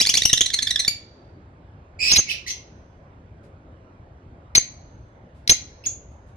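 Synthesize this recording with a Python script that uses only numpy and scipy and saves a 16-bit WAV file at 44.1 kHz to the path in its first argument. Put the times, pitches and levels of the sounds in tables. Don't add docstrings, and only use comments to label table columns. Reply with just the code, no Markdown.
import sys
import numpy as np
from scipy import signal
from scipy.fft import rfft, irfft
from scipy.io import wavfile
from scipy.ndimage import uniform_filter1d

SR = 44100
rng = np.random.default_rng(int(sys.argv[2]) if len(sys.argv) > 2 else 0)


def store_wav(level_fs):
    pcm = np.round(np.clip(np.atleast_2d(level_fs), -1, 1) * 32767)
    wavfile.write(sys.argv[1], SR, pcm.T.astype(np.int16))


def amplitude_ratio(level_db):
    exponent = np.asarray(level_db, float) / 20
    return 10 ** exponent


N = 280476

# start in seconds, length in seconds, first pitch in Hz, last pitch in Hz, level in dB.
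SWEEPS = [
    (.008, 0.028, 2200, 3630, -6.5),
    (0.0896, 0.02, 2317, 3510, -9),
    (0.1692, 0.02, 2435, 3706, -10),
    (0.252, 0.012, 2760, 3077, -7.5),
    (.329, 0.011, 2720, 3460, -5.5),
    (0.407, 0.012, 2938, 3596, -7),
    (.878, .011, 2167, 2320, -9),
]
# start in seconds, length in seconds, first pitch in Hz, level in dB.
CLUCKS = [(0, 0.0078, 2050, -11), (0.061, 0.0077, 2220, -13.5), (0.137, 0.013, 2127, -14.5),
          (0.219, 0.0062, 2030, -10.5), (.294, .013, 1981, -15), (.374, 0.0091, 2039, -14.5),
          (0.417, 0.0043, 1990, -13.5), (.459, .010, 2133, -15), (0.535, 0.014, 2200, -13),
          (0.621, 0.014, 2200, -14.5), (0.704, 0.014, 2050, -14.5), (0.791, 0.019, 2120, -16.5)]
CLUCK_DROP = [1, .95, .92]
# start in seconds, length in seconds, level in dB.
GRUNTS = [(0.051, .005, -16), (0.14, .005, -16.5), (0.337, .007, -17.5), (.5015, 0.0073, -23),
          (0.587, 0.0086, -16), (.668, 0.011, -18), (.757, .009, -15), (.847, .007, -19.5)]
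# start in seconds, level in dB.
PIPS = [(0.069, -9), (.151, -5.5), (0.232, -17.5), (0.529, -31), (0.679, -25.5), (.694, -27)]
SWELL_DB = [-3, 2.5, -4]


def chatter(chance):
    out = np.zeros(N)
    hold_s, tire_db_per_s = 0.005, 899.5
    for s, length, first_hz, last_hz, db in SWEEPS:
        path_hz = first_hz + (last_hz - first_hz) * np.array([0, 0.65, 1])
        sweep = note(s, length, path_hz, db, None, chance, jitter=0.039)
        late = np.maximum(np.arange(len(sweep)) / SR - hold_s, 0)
        add(out, s, sweep * amplitude_ratio(-tire_db_per_s * late))
    for s, length, hz, db in CLUCKS:
        add(out, s, note(s, length, hz * np.array(CLUCK_DROP), db, None, chance, effort_db=SWELL_DB))
    for s, length, db in GRUNTS:
        add(out, s, note(s, length, [1760, 1750], db, [-2, -2], chance, effort_db=SWELL_DB))
    for s, db in PIPS:
        add(out, s, note(s, 0.0062, [2200, 2350], db, None, chance))
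    return out


# start in seconds, length in seconds, first pitch in Hz, level in dB, rasp from 0 up.
CROAKS = [
    (2.115, 0.0043, 2060, -10, 0.7),
    (2.158, .020, 2517, -16.5, 0.8),
    (4.55, .016, 2418, -14.5, 0.6),
    (5.475, 0.0044, 2275, -19.5, 1.42),
    (5.494, 0.01, 2362, -10, 1),
]
CROAK_TILT_DB = [-10, 3, 4]
# time in seconds, pitch of the second harmonic's fundamental in Hz, level in dB.
WHISTLES = [
    [(2.118, 2150, -15), (2.1225, 2600, -9), (2.127, 3300, -17), (2.132, 3300, -16), (2.137, 3150, -11),
     (2.143, 3070, -18)],
    [(2.177, 3020, -19), (2.186, 3330, -12), (2.192, 3040, -14), (2.196, 3100, -8), (2.198, 3140, -19),
     (2.200, 3200, -11), (2.203, 3280, -22)],
    [(4.5675, 3080, -17), (4.571, 3180, -10), (4.5755, 3280, -19), (4.577, 3160, -11), (4.5805, 3120, -5),
     (4.585, 3130, -10), (4.587, 3130, -24)],
    [(5.503, 3150, -15), (5.507, 3200, -11), (5.510, 3170, -15), (5.519, 3060, -8), (5.525, 3280, -13),
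     (5.528, 3430, -19), (5.533, 3460, -24)],
]
WHISTLE_DB = [-30, 0, -36, -40]


def chirps(chance):
    out = np.zeros(N)
    dip_hz, end_hz = 1968, 2250
    stutter_s, stutter_db = 0.0056, 3
    for s, length, hz, db, rasp in CROAKS:
        croak = note(s, length, [hz, dip_hz, end_hz], db, CROAK_TILT_DB, chance, rasp, jitter=0.045)
        pulses = np.cos(2 * np.pi * np.arange(len(croak)) / SR / stutter_s)
        add(out, s, croak * amplitude_ratio(-stutter_db * pulses))
    for rows in WHISTLES:
        s, hz, db = followed(rows)
        tone = voice(s, hz, WHISTLE_DB, rasp=0.12, jitter=0.004, flutter_db=1.0, chance=chance)
        add(out, s, amplitude_ratio(db) * tone * signal.windows.tukey(len(hz), 0.12))
    return out


RASP_GROWTH = [.15, 3.5]


def screech(rows, colour, chance):
    s, hz, db = followed(rows)
    wake_db, wake_s = 10, 0.016
    wake = wake_db * np.exp(-np.arange(len(hz)) / SR / wake_s)
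    first_db = np.linspace(*colour[:2], len(hz)) + wake
    third_db = np.linspace(*colour[2:4], len(hz))
    harmonics_db = [first_db, 0, third_db, -18 + 0.5 * third_db]
    rasp = np.linspace(*RASP_GROWTH, len(hz)) * colour[4]
    sound = voice(s, hz, harmonics_db, rasp, jitter=0.075, flutter_db=4.0, chance=chance)
    return s, amplitude_ratio(db) * sound * signal.windows.tukey(len(hz), 0.15)


# time in seconds, pitch in Hz, level in dB.
FAR = [
    [(1.987, 2437, -29.5), (2.000, 2350, -30.5), (2.015, 2591, -21), (2.040, 2456, -18.5),
     (2.065, 2486, -18), (2.085, 2700, -17.5), (2.108, 2615, -17), (2.160, 2511, -22)],
    [(2.265, 2200, -44), (2.285, 2250, -29.5), (2.298, 2990, -25), (2.312, 2432, -22.5),
     (2.328, 3026, -35.5), (2.345, 2550, -44), (2.370, 2586, -50.5)],
    [(2.462, 2075, -28.5), (2.478, 2090, -19), (2.495, 1976, -29.5), (2.512, 1986, -27)],
    [(5.838, 2800, -38), (5.850, 2800, -47), (5.860, 3047, -40)],
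    [(5.859, 3257, -36), (5.862, 3290, -19.5), (5.874, 3225, -19.5), (5.878, 3294, -45.5)],
]
# fundamental in dB first and last, third harmonic in dB first and last, rasp 0-1.
FAR_COLOUR = [(-0.5, -10, -8.5, -24.5, 0.24), (3, 8, -16, -15, .5), (4, -18, -4, 20, 0.29),
              (-9, -7, -20, -30.5, 0.83), (-45, -44, -33.5, -39, 0.017)]


def far_calls(chance):
    out = np.zeros(N)
    for rows, colour in zip(FAR, FAR_COLOUR):
        add(out, *screech(rows, colour, chance))
    return signal.sosfilt(signal.butter(4, 1950, "high", fs=SR, output="sos"), out)


VOICE_DB = [-16.5, -4, -11.5, -18.5, -22, -44.5]


def tilted(tilt_db):
    lean = np.clip(np.arange(-1, 5), -1, 1)
    return np.array(VOICE_DB)[:, None] + lean[:, None] * tilt_db


# pitch in Hz, tilt in dB per harmonic.
BEAK = [(1740, -2), (2000, 3.5), (2400, -1), (2950, -3), (3400, -14)]
# frequency in Hz, gain in dB.
THROAT = [(6200, -4.5), (6900, -6), (7600, -10), (9500, -6), (12000, -1.5)]


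def note(s, length, path_hz, db, tilt_db, chance, rasp=0.22, jitter=0.044, flutter_db=4.5, effort_db=(2.1, -.9)):
    t = np.arange(0, length + 0.005, 1 / SR)

    def along(values):
        return np.interp(t / length, np.linspace(0, 1, len(values)), values)

    hz = along(path_hz)
    attack = np.minimum(t / 0.0018, 1)
    decay = np.exp(-np.maximum(t - length + 0.0018, 0) / 0.0011)
    shape = attack * decay * amplitude_ratio(along(effort_db))
    colour = tilted(read(BEAK, hz) if tilt_db is None else along(tilt_db))
    colour = colour + read(THROAT, np.arange(1, 7)[:, None] * hz)
    return amplitude_ratio(db) * shape * voice(s, hz, colour, rasp, jitter, flutter_db, chance)


def voice(s, hz, harmonics_db, rasp, jitter, flutter_db, chance):
    air, tremble, flutter = chance[:, round(s * SR):][:, :len(hz)]
    turns = np.cumsum(hz * (1 + jitter * tremble)) / SR
    stack = 0
    for k, db in enumerate(harmonics_db):
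        stack = stack + amplitude_ratio(db) * np.sin(2 * np.pi * (k + 1) * turns + k)
    return (evened(stack) + rasp * air) * amplitude_ratio(flutter_db * flutter)


def followed(rows):
    s, hz, db = np.transpose(rows)
    s = np.sort(s)
    t = np.arange(s[0], s[-1], 1 / SR)
    return s[0], np.interp(t, s, hz), np.interp(t, s, db)


def heard(x, lead_ms, lean_db, near_db):
    taps = np.zeros((2, 500))
    at = rng.integers(30, 500, (2, 8))
    bounces = amplitude_ratio(np.minimum(near_db, -8) - 0.012 * at) * rng.choice([-1., 1.], at.shape)
    np.put_along_axis(taps, at, bounces, 1)
    taps[0, 0] = 1
    taps[1, round(lead_ms * SR / 1000)] = 1
    pair = signal.oaconvolve(x[None], taps, axes=1)[:, :N]
    return pair * amplitude_ratio(np.array([[.5], [-.5]]) * lean_db)


# frequency in Hz, t60 in seconds.
ROOM = [(1500, 0.37), (4000, 0.26), (6500, 0.23), (8000, 0.24), (11000, 0.15)]
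# frequency in Hz, t60 in seconds.
HALL = [(2000, 1.1), (6500, 0.96), (7500, 0.11)]


def room(x, onset_s):
    taps = np.zeros((2, SR))
    at = np.arange(0, SR - 20, 20) + rng.integers(0, 20, (2, SR // 20 - 1))
    np.put_along_axis(taps, at, rng.choice([-1., 1.], at.shape), 1)
    taps *= np.clip(np.arange(SR) / SR / onset_s, 0, 1)
    hz, t, z = signal.stft(taps, SR, nperseg=256)
    near = amplitude_ratio(-60 * t / read(ROOM, hz)[:, None])
    beyond = amplitude_ratio(-27.5 - 60 * t / read(HALL, hz)[:, None])
    tail = signal.istft(z * (near + beyond), SR, nperseg=256)[1]
    return signal.fftconvolve(x[None], tail / np.linalg.norm(tail[0]), axes=1)[:, :N]


# frequency in Hz, left over right in dB.
SHADE = [(1500, 0.5), (2500, -10.5), (4000, -3.5), (6000, 4.5), (8000, -8.5), (12000, 0)]


def shaded(pair):
    lean_db = read(SHADE, np.fft.rfftfreq(N, 1 / SR))
    return irfft(rfft(pair) * amplitude_ratio(np.array([[.5], [-.5]]) * lean_db), N)


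# frequency in Hz, level in dB per Hz.
RASP = [(710, -63), (1200, -31.5), (1720, -15.5), (2290, -8.5), (3470, -8), (5320, -3), (6000, -3.5),
        (7240, -45.5), (11600, -13.5), (12900, -41), (16800, -73), (22000, -120)]
# time in seconds, left over right in dB.
TURN = [(2.16, -1), (4.57, 1.6), (5.51, 1.4)]


def birds():
    chance = np.array([coloured(RASP), wobble(ms=1.5), wobble(ms=1.2)])
    left, front, far = chatter(chance), chirps(chance), far_calls(chance)
    lean_db = np.interp(np.arange(N) / SR, *np.transpose(TURN))
    left_bird = amplitude_ratio(-4) * heard(left, 0.03, 0, near_db=-15) + amplitude_ratio(-13) * room(left, 0.016)
    front_bird = amplitude_ratio(0.67) * heard(front, 0.32, lean_db, near_db=-16) + amplitude_ratio(-12.5) * room(front, 0.011)
    others = amplitude_ratio(-6.5) * heard(far, 0.4, -0.47, near_db=-8.0) + amplitude_ratio(-5.0) * room(far, 0.0062)
    return shaded(left_bird + others) + front_bird


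# start in seconds, level in dB, length in seconds.
RUSTLES = [
    (3.43, -61, .05),
    (5.34, -65, .1),
    (6.11, -68, .04),
    (6.26, -66, .08),
]


def rustles():
    out = np.zeros((2, N))
    for s, db, length in RUSTLES:
        scrape = signal.lfilter([.3, .3], [1, -.75], rng.standard_normal((2, 6000)))
        t = np.arange(6000) / SR / length
        add(out, s, amplitude_ratio(db) * scrape * 3 * t * np.exp(1 - 3 * t))
    return out


# frequency in Hz, level in dB per Hz.
HOUSE = [(12, -60.5), (20, -27), (32, -25), (53, -5), (75, -0.5), (184, -15), (241, -14.5), (462, -21),
         (543, -18.5), (1260, -29), (1400, -28.5), (4370, -51.5), (8360, -58.5), (12900, -81),
         (16800, -103), (22000, -120)]
# frequency in Hz, likeness (held within -1 to 1 when read).
SAME = [(60, 1.0), (170, 1), (510, 0.82), (1470, -0.53), (4280, 0.85), (12400, -5.8)]
# frequency in Hz, left over right in dB.
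LEAN = [(60, 1), (170, -0.5), (510, 1), (1470, -5), (4280, -9), (12400, -3.5)]


def house():
    frames, hz = N // 512 + 5, np.fft.rfftfreq(2048, 1 / SR)
    a, b, c, d, patches = rng.standard_normal((frames, 1025, 5)).T
    patches = evened(uniform_filter1d(uniform_filter1d(patches, 14, 0), 7, 1))
    same = np.clip(read(SAME, hz), -1, 1)[:, None]
    left = a + 1j * b
    right = same * left + np.sqrt(1 - same ** 2) * (c + 1j * d)
    z = np.array([left, right])
    z *= amplitude_ratio(read(HOUSE, hz)[:, None] + np.array([.5, -.5])[:, None, None] * read(LEAN, hz)[:, None])
    z *= amplitude_ratio(1.8 * patches)
    return amplitude_ratio(-46.5) * evened(signal.istft(z, nperseg=2048, noverlap=1536)[1][:, :N])


def evened(x):
    return x / np.sqrt(np.mean(x ** 2) + 1e-20)


def read(points, hz):
    f, value = np.transpose(points)
    return np.interp(np.log(hz + 1), np.log(f + 1), value)


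def add(mix, s, sound):
    part = mix[..., round(s * SR):][..., :sound.shape[-1]]
    part += sound[..., :part.shape[-1]]


def coloured(points):
    white = rfft(rng.standard_normal(N))
    return evened(irfft(white * amplitude_ratio(read(points, np.fft.rfftfreq(N, 1 / SR))), N))


def wobble(ms):
    size = max(round(ms * SR / 1000), 2)
    smooth = uniform_filter1d(uniform_filter1d(rng.standard_normal(N), size), size)
    return np.tanh(evened(smooth))


def scene():
    return birds() + house() + rustles()


# frequency in Hz, level in dB per Hz.
GRIT = [(20, -4.5), (60, 4), (300, -6), (1000, -14), (2500, -18.5), (4500, -23), (7000, -42)]


def overloaded(dry):
    shrill = signal.sosfilt(signal.butter(2, 4309, "high", fs=SR, output="sos"), dry)
    strain = uniform_filter1d(shrill ** 2, 60)
    thumps = signal.sosfilt(signal.butter(2, [30, 1500], "band", fs=SR, output="sos"), dry ** 2)
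    grit = abs(strain) ** 0.91 * np.array([coloured(GRIT), coloured(GRIT)])
    bent = dry + amplitude_ratio(np.array([[-28.0], [-18.0]])) * thumps + amplitude_ratio(np.array([[-12.0], [-1.5]])) * grit
    return np.tanh(1.08 * bent) / 1.08


def low_pass(x):
    return signal.sosfilt(signal.butter(12, 13040, fs=SR, output="sos"), x)


def record(dry):
    lowpass = signal.firwin(61, 12300, window=("kaiser", 8), fs=SR)
    finished = signal.oaconvolve(overloaded(dry), lowpass[None], "same")
    return low_pass(finished)


dry = scene()
out = record(dry)
store_wav(out)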